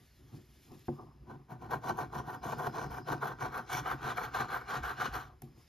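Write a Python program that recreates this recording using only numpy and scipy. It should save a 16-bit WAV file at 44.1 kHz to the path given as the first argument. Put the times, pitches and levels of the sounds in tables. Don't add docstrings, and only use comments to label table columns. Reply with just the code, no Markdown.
import sys
import numpy as np
from scipy import signal
from scipy.fft import rfft, irfft, next_fast_len
from scipy.io import wavfile
from scipy.ndimage import uniform_filter1d, map_coordinates

SR = 44100
rng = np.random.default_rng(int(sys.argv[2]) if len(sys.argv) > 2 else 0)


def wav_record(signal):
    frames = np.transpose(np.atleast_2d(signal))
    bounded = np.clip(frames, -1, 1)
    quanta = np.round(bounded * 32767).astype(np.int16)
    wavfile.write(sys.argv[1], SR, quanta)


N = 250488

# f/Hz, level/dB
ROOM_SPECTRUM = [(25, -14), (90, 0), (220, -8), (500, -17), (1000, -21), (1800, -21), (2900, -27),
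                 (7000, -35), (14000, -37), (15600, -42)]
# t/s, level/dB
BAND_LEVEL = [(0, -86), (1.0, -80), (1.4, -92), (2.3, -80), (2.5, -70), (3.05, -69), (3.3, -79),
              (5.06, -76), (5.25, -92), (5.45, -88), (5.6, -77), (5.68, -76)]
# t/s, level/dB
ARM_LEVEL = [(0.0, -59), (0.08, -72), (0.2, -63), (0.95, -71), (1.2, -60), (1.52, -74), (1.6, -59),
             (2.15, -60), (2.2, -49), (2.31, -68), (2.48, -59), (2.67, -68), (2.89, -50), (3.08, -65),
             (3.13, -52), (3.24, -74), (3.32, -59), (3.57, -54), (3.61, -67), (3.76, -55), (4.75, -61),
             (4.79, -46), (5.0, -62), (5.11, -46), (5.21, -57), (5.68, -67)]
# t/s, drumming level/dB, rub level/dB, rise per 10 dB/s, fall per 10 dB/s
# (the rub changes 1.3 times as many dB)
DRAGS = [(0.02, -57, -76, .03, .03), (.24, -60, -82, .06, .1), (.345, -58, -65, .04, .03),
         (.39, -49, -80, .04, .02), (.56, -59, -80, .1, .08), (.725, -49, -62, .04, .06),
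         (.93, -48, -59, .02, .06), (.992, -50, -55, .01, .1), (1.23, -60, -80, .04, .03),
         (1.42, -64, -68, .1, .035), (5.3, -58, -59, .02, .055), (5.465, -54, -70, .03, .06),
         (5.595, -62, -70, .07, .05)]
# t/s, level/dB
SKIN_LEVEL = [(0, -71), (.262, -75), (.346, -67), (.43, -73), (.62, -68), (.86, -69), (.99, -76),
              (1.2, -92), (5.415, -92), (5.425, -72), (5.54, -81), (5.59, -69), (5.68, -76)]
# f/Hz, level/dB
RUSTLE_SPECTRUM = [(1000, -12), (1700, 3), (2300, 1), (3300, 2), (5200, 0), (7000, -2), (9500, -5),
                   (13500, -3), (14500, -8), (15600, -13)]
# t/s, relative level/dB, hardness/(dB per octave), ring length factor
KNOCKS = [(.717, -36, 0, .5), (.883, -17.5, 2.5, 1), (.8945, -30, -6, 1.3), (.99, -40, -.8, .8),
          (1.856, -37, -4.0, .8), (2.169, -36, -4.0, .8), (2.525, -37, -4.5, .9), (2.677, -32, -4.5, .9),
          (2.862, -37, -4.0, .8), (4.05, -35, -5, 1), (4.4, -32, -5, 1.1), (5.421, -37, 8.0, .4),
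          (5.431, -39, -6.0, 1.5)]
# f/Hz, level/dB, t60/s before the ring length factor
TABLE_MODES = [(138, -3.5, .13), (232.5, -2, .1), (349, -3, .1), (510, -14, 0.089), (602, -15, .07),
               (750, -3.5, .06), (850, -13, .04), (1007, -13, .03), (1250, -20, .02), (1500, -22, .025),
               (2000, -32, .02)]
# t/s, relative level/dB, sine f/Hz
TICKS = [(.352, -55, 3000), (.72, -55, 5000), (.794, -50, 4000), (1.713, -46, 12000), (1.887, -43, 4000),
         (1.974, -47, 12000), (2.5845, -43, 12000), (3.2465, -45, 12500), (3.717, -42, 6500),
         (3.9025, -47, 13000), (4.175, -50, 12500), (5.1352, -47, 13000), (5.42, -38, 12000),
         (5.4225, -43, 1800)]
# t at full speed/s, hold/s, rise per 10 dB/s, fall per 10 dB/s,
# first level/dB, last level/dB, bite/dB (rise and fall before each layer's steepness)
STROKES = [(1.305, .04, .022, .025, -48, -56, -7), (1.506, .02, .012, .03, -45, -47, -2),
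           (1.624, .025, .02, .04, -48, -50, -2), (1.712, .035, .012, .024, -37, -36, -2),
           (1.842, .058, .015, .02, -40, -34, 0), (1.987, .025, .022, .035, -38, -36, 0),
           (2.145, .045, .02, .026, -39, -38, 0), (2.27, .08, .022, .025, -43, -42, -1),
           (2.439, .086, .012, .03, -40, -37, 1), (2.585, .085, .015, .026, -38, -38, 0),
           (2.759, .075, .03, .043, -39, -39, 0), (2.911, .07, .014, .025, -43, -44, 1),
           (3.084, .039, .016, .038, -36, -35, 0), (3.224, .055, .012, .04, -37, -36, 0),
           (3.409, .054, .016, .02, -36, -38, 0), (3.558, .022, .032, .031, -37, -36, 0),
           (3.73, .066, .027, .018, -33, -38, 6), (3.88, .037, .036, .028, -34, -33, -1),
           (4.055, .05, .035, .03, -34, -33, 0), (4.175, .075, .02, .03, -39, -38, 1),
           (4.346, .065, .018, .035, -35, -33, 0), (4.54, .03, .042, .048, -32, -39, -1),
           (4.7, .063, .026, .029, -37, -34, 0), (4.838, .08, .01, .027, -34, -39, -1),
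           (5.008, .05, .025, .03, -35, -35, 2), (5.142, .07, .013, .045, -35, -44, 2)]
# t/s, place (0 = right edge, 1 = left end)
PLACE = [(1.3, 0), (1.9, .1), (2.8, .2), (3.5, .5), (3.75, .75), (4.5, .8), (4.85, 1), (5.2, .95)]
# drumming/dB, edge hiss/dB, coin sheen/dB, top fizz/dB
AT_EDGE_DB = [-7, -3.5, -20.5, -24, -24]
ALONG_DB = [11.5, -10, 6.5, -4.5, 1]
AWAY_DB = [-1, 3.5, 2, 3, -2.5]
# edge hiss/dB, sheen/dB, fizz/dB
BITE_GAIN = [.7, 1.9, 1]
# t/s, level over the stroke/dB
CATCHES = [(1.714, 4), (1.737, 5), (1.905, 3), (1.988, 4), (2.297, 4), (2.67, 5), (2.79, 4), (2.945, 6),
           (3.228, 3), (3.545, 3), (3.912, 3), (4.18, 8), (4.41, 3), (4.845, 3), (4.905, 5)]
FLARE_SHARE = [1, 1, .3, .4, .4, .4]
# f/Hz, width/Hz, level/dB
LOW_MODES = [(61.3, 19.6, 0), (106.6, 20.7, -1), (138.1, 24.9, 2), (242, 39, -6), (283.6, 37, -6),
             (360, 49.7, -7)]
# f/Hz, width/Hz, level/dB
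TOP_MODES = [(395, 50, -6), (516, 60, -8), (610, 50, -11), (744, 55, 1.5), (890, 70, -1), (1018, 110, -1)]
# f/Hz, width/Hz, level/dB
UPPER_MODES = [(1200, 110, -1), (1390, 100, -1), (1550, 100, -1), (1770, 60, -11), (1870, 70, -12)]
# f/Hz, width/Hz, level/dB
EDGE_MODES = [(2220, 70, 0), (2390, 110, -4), (2970, 150, -8), (3400, 120, -6), (4090, 200, -6),
              (4500, 160, -11)]
# f/Hz, width/Hz, level/dB
SHEEN_MODES = [(5650, 300, 0), (6100, 300, 1), (6700, 500, -5), (7300, 500, -8), (8300, 1200, -7)]
# f/Hz, level/dB
HISS_SPECTRUM = [(1600, -20), (1900, 0), (3000, -3), (4500, -8), (6500, -12), (9000, -14), (9800, -30)]
# f/Hz, level/dB
FIZZ_SPECTRUM = [(8500, -26), (9500, -6.5), (11000, -6), (12500, -3), (13500, 4), (14000, -9), (14600, -46)]
# f/Hz, level/dB
COMMON_SPECTRUM = [(30, -0.5), (6000, -0.5), (7300, -2), (7900, -13), (8200, -40), (9000, -20),
                   (9400, -1.5), (10000, -2.5), (11000, 2), (13600, -1), (14300, -26), (14800, -49)]
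# f/Hz, level/dB
OPPOSED_SPECTRUM = [(30, -30), (120, -19.5), (370, -8), (800, -6), (1300, -6), (2000, -9), (3200, -15.5),
                    (4200, -30), (5100, -36), (5400, -7), (8500, -1), (10600, -6), (11300, -33),
                    (12400, -28), (13000, -4.5), (14200, -4), (15600, -8)]
# f/Hz, share [no unit]
NEAR_SHARE = [(100, 0.55), (400, 0.64), (1500, .4), (2500, 0.77), (14000, 0.82)]

STEP = 32
SAG_DB = 2
LIGHT_DRUM = .5
CATCH_S = .005
WALLS_T60 = .22
TOP_HZ = 15700


def amp(db):
    return 10 ** (np.asarray(db) / 20)


def unit(x):
    return x / np.sqrt(np.mean(x ** 2) + 1e-20)


def along(points, hz):
    f, v = np.transpose(points)
    return np.interp(np.log(hz + 1), np.log(f + 1), v)


def curves(rows):
    s, *cols = np.transpose(rows)
    return [np.interp(np.arange(N) / SR, s, c, left=-120, right=-120) for c in cols]


def wobble(rate):
    knots = rng.standard_normal(int(N * rate / SR) + 4)
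    return map_coordinates(knots, [np.arange(N) * rate / SR])


def filtered(x, response):
    m = next_fast_len(N + SR // 2)
    return irfft(rfft(x, m) * response(np.fft.rfftfreq(m, 1 / SR)), m)[..., :N]


def coloured(x, spectrum):
    def response(hz):
        inside = (hz > spectrum[0][0]) * (hz < spectrum[-1][0])
        return amp(along(spectrum, hz)) * inside
    return unit(filtered(x, response))


def resonant(x, modes):
    def response(f):
        total = 0
        for k, (centre, width, db) in enumerate(modes):
            damping = 1j * f * width
            total = total + (-1) ** k * amp(db) * damping / (centre * centre - f * f + damping)
        return total
    return filtered(x, response)


def grit(depth_db, rate):
    return unit(rng.standard_normal((2, N)) * amp(depth_db * wobble(rate)))


def patchy(x, depth_db):
    z = signal.stft(x, nperseg=512)[2]
    field = uniform_filter1d(rng.standard_normal(z.shape[1:]), size=2, axis=0)
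    field = uniform_filter1d(field, size=10, axis=1)
    return unit(signal.istft(z * amp(depth_db * unit(field)), nperseg=512)[1][:, :N])


def room():
    hush = amp(-69.5) * coloured(rng.standard_normal((2, N)), ROOM_SPECTRUM)
    narrow = resonant(rng.standard_normal((2, N)), [(5080, 350, 0)])
    narrow = unit(resonant(narrow, [(5080, 500, 0)]))
    return hush + amp(curves(BAND_LEVEL)[0]) * narrow


def walls(x):
    t = np.arange(SR // 2) / SR
    tail = rng.standard_normal((2, len(t))) * amp(-60 * t / WALLS_T60) * (t > .008)
    return signal.fftconvolve(x, tail / np.linalg.norm(tail[0]), axes=1)[:, :N]


def hands():
    shake = resonant(grit(depth_db=0.5, rate=8), LOW_MODES[:1])
    return amp(curves(ARM_LEVEL)[0]) * unit(resonant(shake, [(58, 60, 0)]))


def fingers():
    s, drum_db, rub_db, rise, fall = np.transpose(DRAGS)[:, :, None]
    t = np.arange(N)[None] / SR - s
    edge_db = 10 * np.maximum(-t, 0) / rise + 10 * np.maximum(t, 0) / fall
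    drum = unit(resonant(grit(depth_db=2.5, rate=40), LOW_MODES[1:]))
    drum = amp(drum_db - edge_db).sum(0) * drum
    rub = unit(resonant(grit(depth_db=2.2, rate=80), TOP_MODES + UPPER_MODES[:1]))
    rub = amp(rub_db - 1.3 * edge_db).sum(0) * rub
    rustle = coloured(patchy(grit(depth_db=1.5, rate=60), depth_db=2.5), RUSTLE_SPECTRUM)
    return drum + rub + amp(curves(SKIN_LEVEL)[0]) * rustle


def knocks():
    out, t = np.zeros(N + SR), np.arange(SR // 2) / SR
    for s, db, hard_db, stretch in KNOCKS:
        ring = 0
        for hz, level, t60 in TABLE_MODES:
            mode_db = level + hard_db * np.log2(hz / 400) + rng.normal(0, 1.1)
            ring = ring + amp(mode_db - 60 * t / (t60 * stretch)) * np.sin(2 * np.pi * hz * t)
        onset = 1 - np.exp(-t / .0012)
        out[round(s * SR):][:len(t)] += amp(db - 7) * ring * onset
    for s, db, hz in TICKS:
        snap = np.sin(2 * np.pi * hz * t) + 1.5 * rng.standard_normal(len(t))
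        snap = amp(-60 * t / .005) * snap
        out[round(s * SR):][:len(t)] += amp(db - 5) * (snap - .4 * np.roll(snap, 1))
    return np.array([out[:N], np.roll(out[:N], 40)])


def strokes():
    s, held, rise, fall, first_db, last_db, bite_db = np.transpose(STROKES)[:, :, None]
    clock = np.arange(0, N, STEP) / SR
    t = clock[None] - s
    u = np.clip(t / held, 0, 1)
    hold_db = first_db + (last_db - first_db) * u - SAG_DB * np.sin(np.pi * u)
    edge_db = 10 * np.maximum(-t, 0) / rise + 10 * np.maximum(t - held, 0) / fall
    catch_db = sum(db * np.exp(-((clock - at) / CATCH_S) ** 2 / 2) for at, db in CATCHES)

    place = np.interp(s, *np.transpose(PLACE))
    away = 1 - np.arange(len(s))[:, None] % 2
    colours = zip(AT_EDGE_DB, ALONG_DB, AWAY_DB)
    bright_db, drum_db, *air_db = [a + b * place + c * away for a, b, c in colours]
    lighter_db = first_db.max() - (first_db + last_db) / 2
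    drum_db = drum_db + LIGHT_DRUM * (lighter_db - lighter_db.mean())
    lower_db = -10 * np.log10(1 + amp(bright_db) ** 2)
    air_db = [db + k * bite_db for db, k in zip(air_db, BITE_GAIN)]
    layers_db = [lower_db, lower_db + bright_db, drum_db, *air_db]

    steep = [1.2, 1.15, .55, 1.05, 1.2, 1.55]
    gains = []
    for k, db, flare in zip(steep, layers_db, FLARE_SHARE):
        stroke_gain = amp(hold_db + db + flare * catch_db - k * edge_db)
        total = np.sqrt((stroke_gain ** 2).sum(0))
        gains.append(np.interp(np.arange(N), np.arange(0, N, STEP), total))
    return gains


def coin():
    top, upper, drum, edge, sheen, fizz = strokes()
    stutter = unit(amp(1.6 * wobble(70)))

    def ring(drive, gain, modes):
        return resonant(drive * gain, modes) / np.std(resonant(drive, modes))

    drive = grit(depth_db=2.1, rate=260) * stutter
    wood = amp(.8) * ring(drive, top, TOP_MODES) + amp(.6) * ring(drive, upper, UPPER_MODES)
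    braking = np.roll(drum, round(.015 * SR))
    jolt = amp(-1.2) * ring(grit(depth_db=2.5, rate=60), braking, LOW_MODES[1:])

    flakes = patchy(grit(depth_db=2.5, rate=400), depth_db=4.0)
    air = edge * amp(-2.5) * unit(resonant(flakes, EDGE_MODES))
    air += sheen * coloured(resonant(flakes, SHEEN_MODES), [(4000, 0), (10000, 0), (12000, -20)])
    air += fizz * coloured(flakes, FIZZ_SPECTRUM)
    broad = patchy(grit(depth_db=2.2, rate=400), depth_db=3.5)
    air += edge * amp(-3) * coloured(broad, HISS_SPECTRUM)
    return wood + jolt + stutter ** 0.61 * air


def scene():
    table = coin() + knocks()
    return table + amp(-15) * walls(table) + hands() + fingers() + room()


def record(dry):
    near, around = dry

    def share(hz):
        return np.clip(along(NEAR_SHARE, hz), 0, 1)

    mid = filtered(near, lambda hz: amp(along(COMMON_SPECTRUM, hz)))
    side = filtered(near, lambda hz: 1j * np.sqrt(share(hz)) * amp(along(OPPOSED_SPECTRUM, hz)))
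    side = side + filtered(around, lambda hz: np.sqrt(1 - share(hz)) * amp(along(OPPOSED_SPECTRUM, hz)))
    lean = filtered(near, lambda hz: 0.14 * np.exp(-np.log((hz + 1) / 600) ** 2 / 0.4))
    channels = np.array([mid + side + lean, mid - side - lean])
    return filtered(channels, lambda hz: hz < TOP_HZ)


dry = scene()
out = record(dry)
wav_record(out)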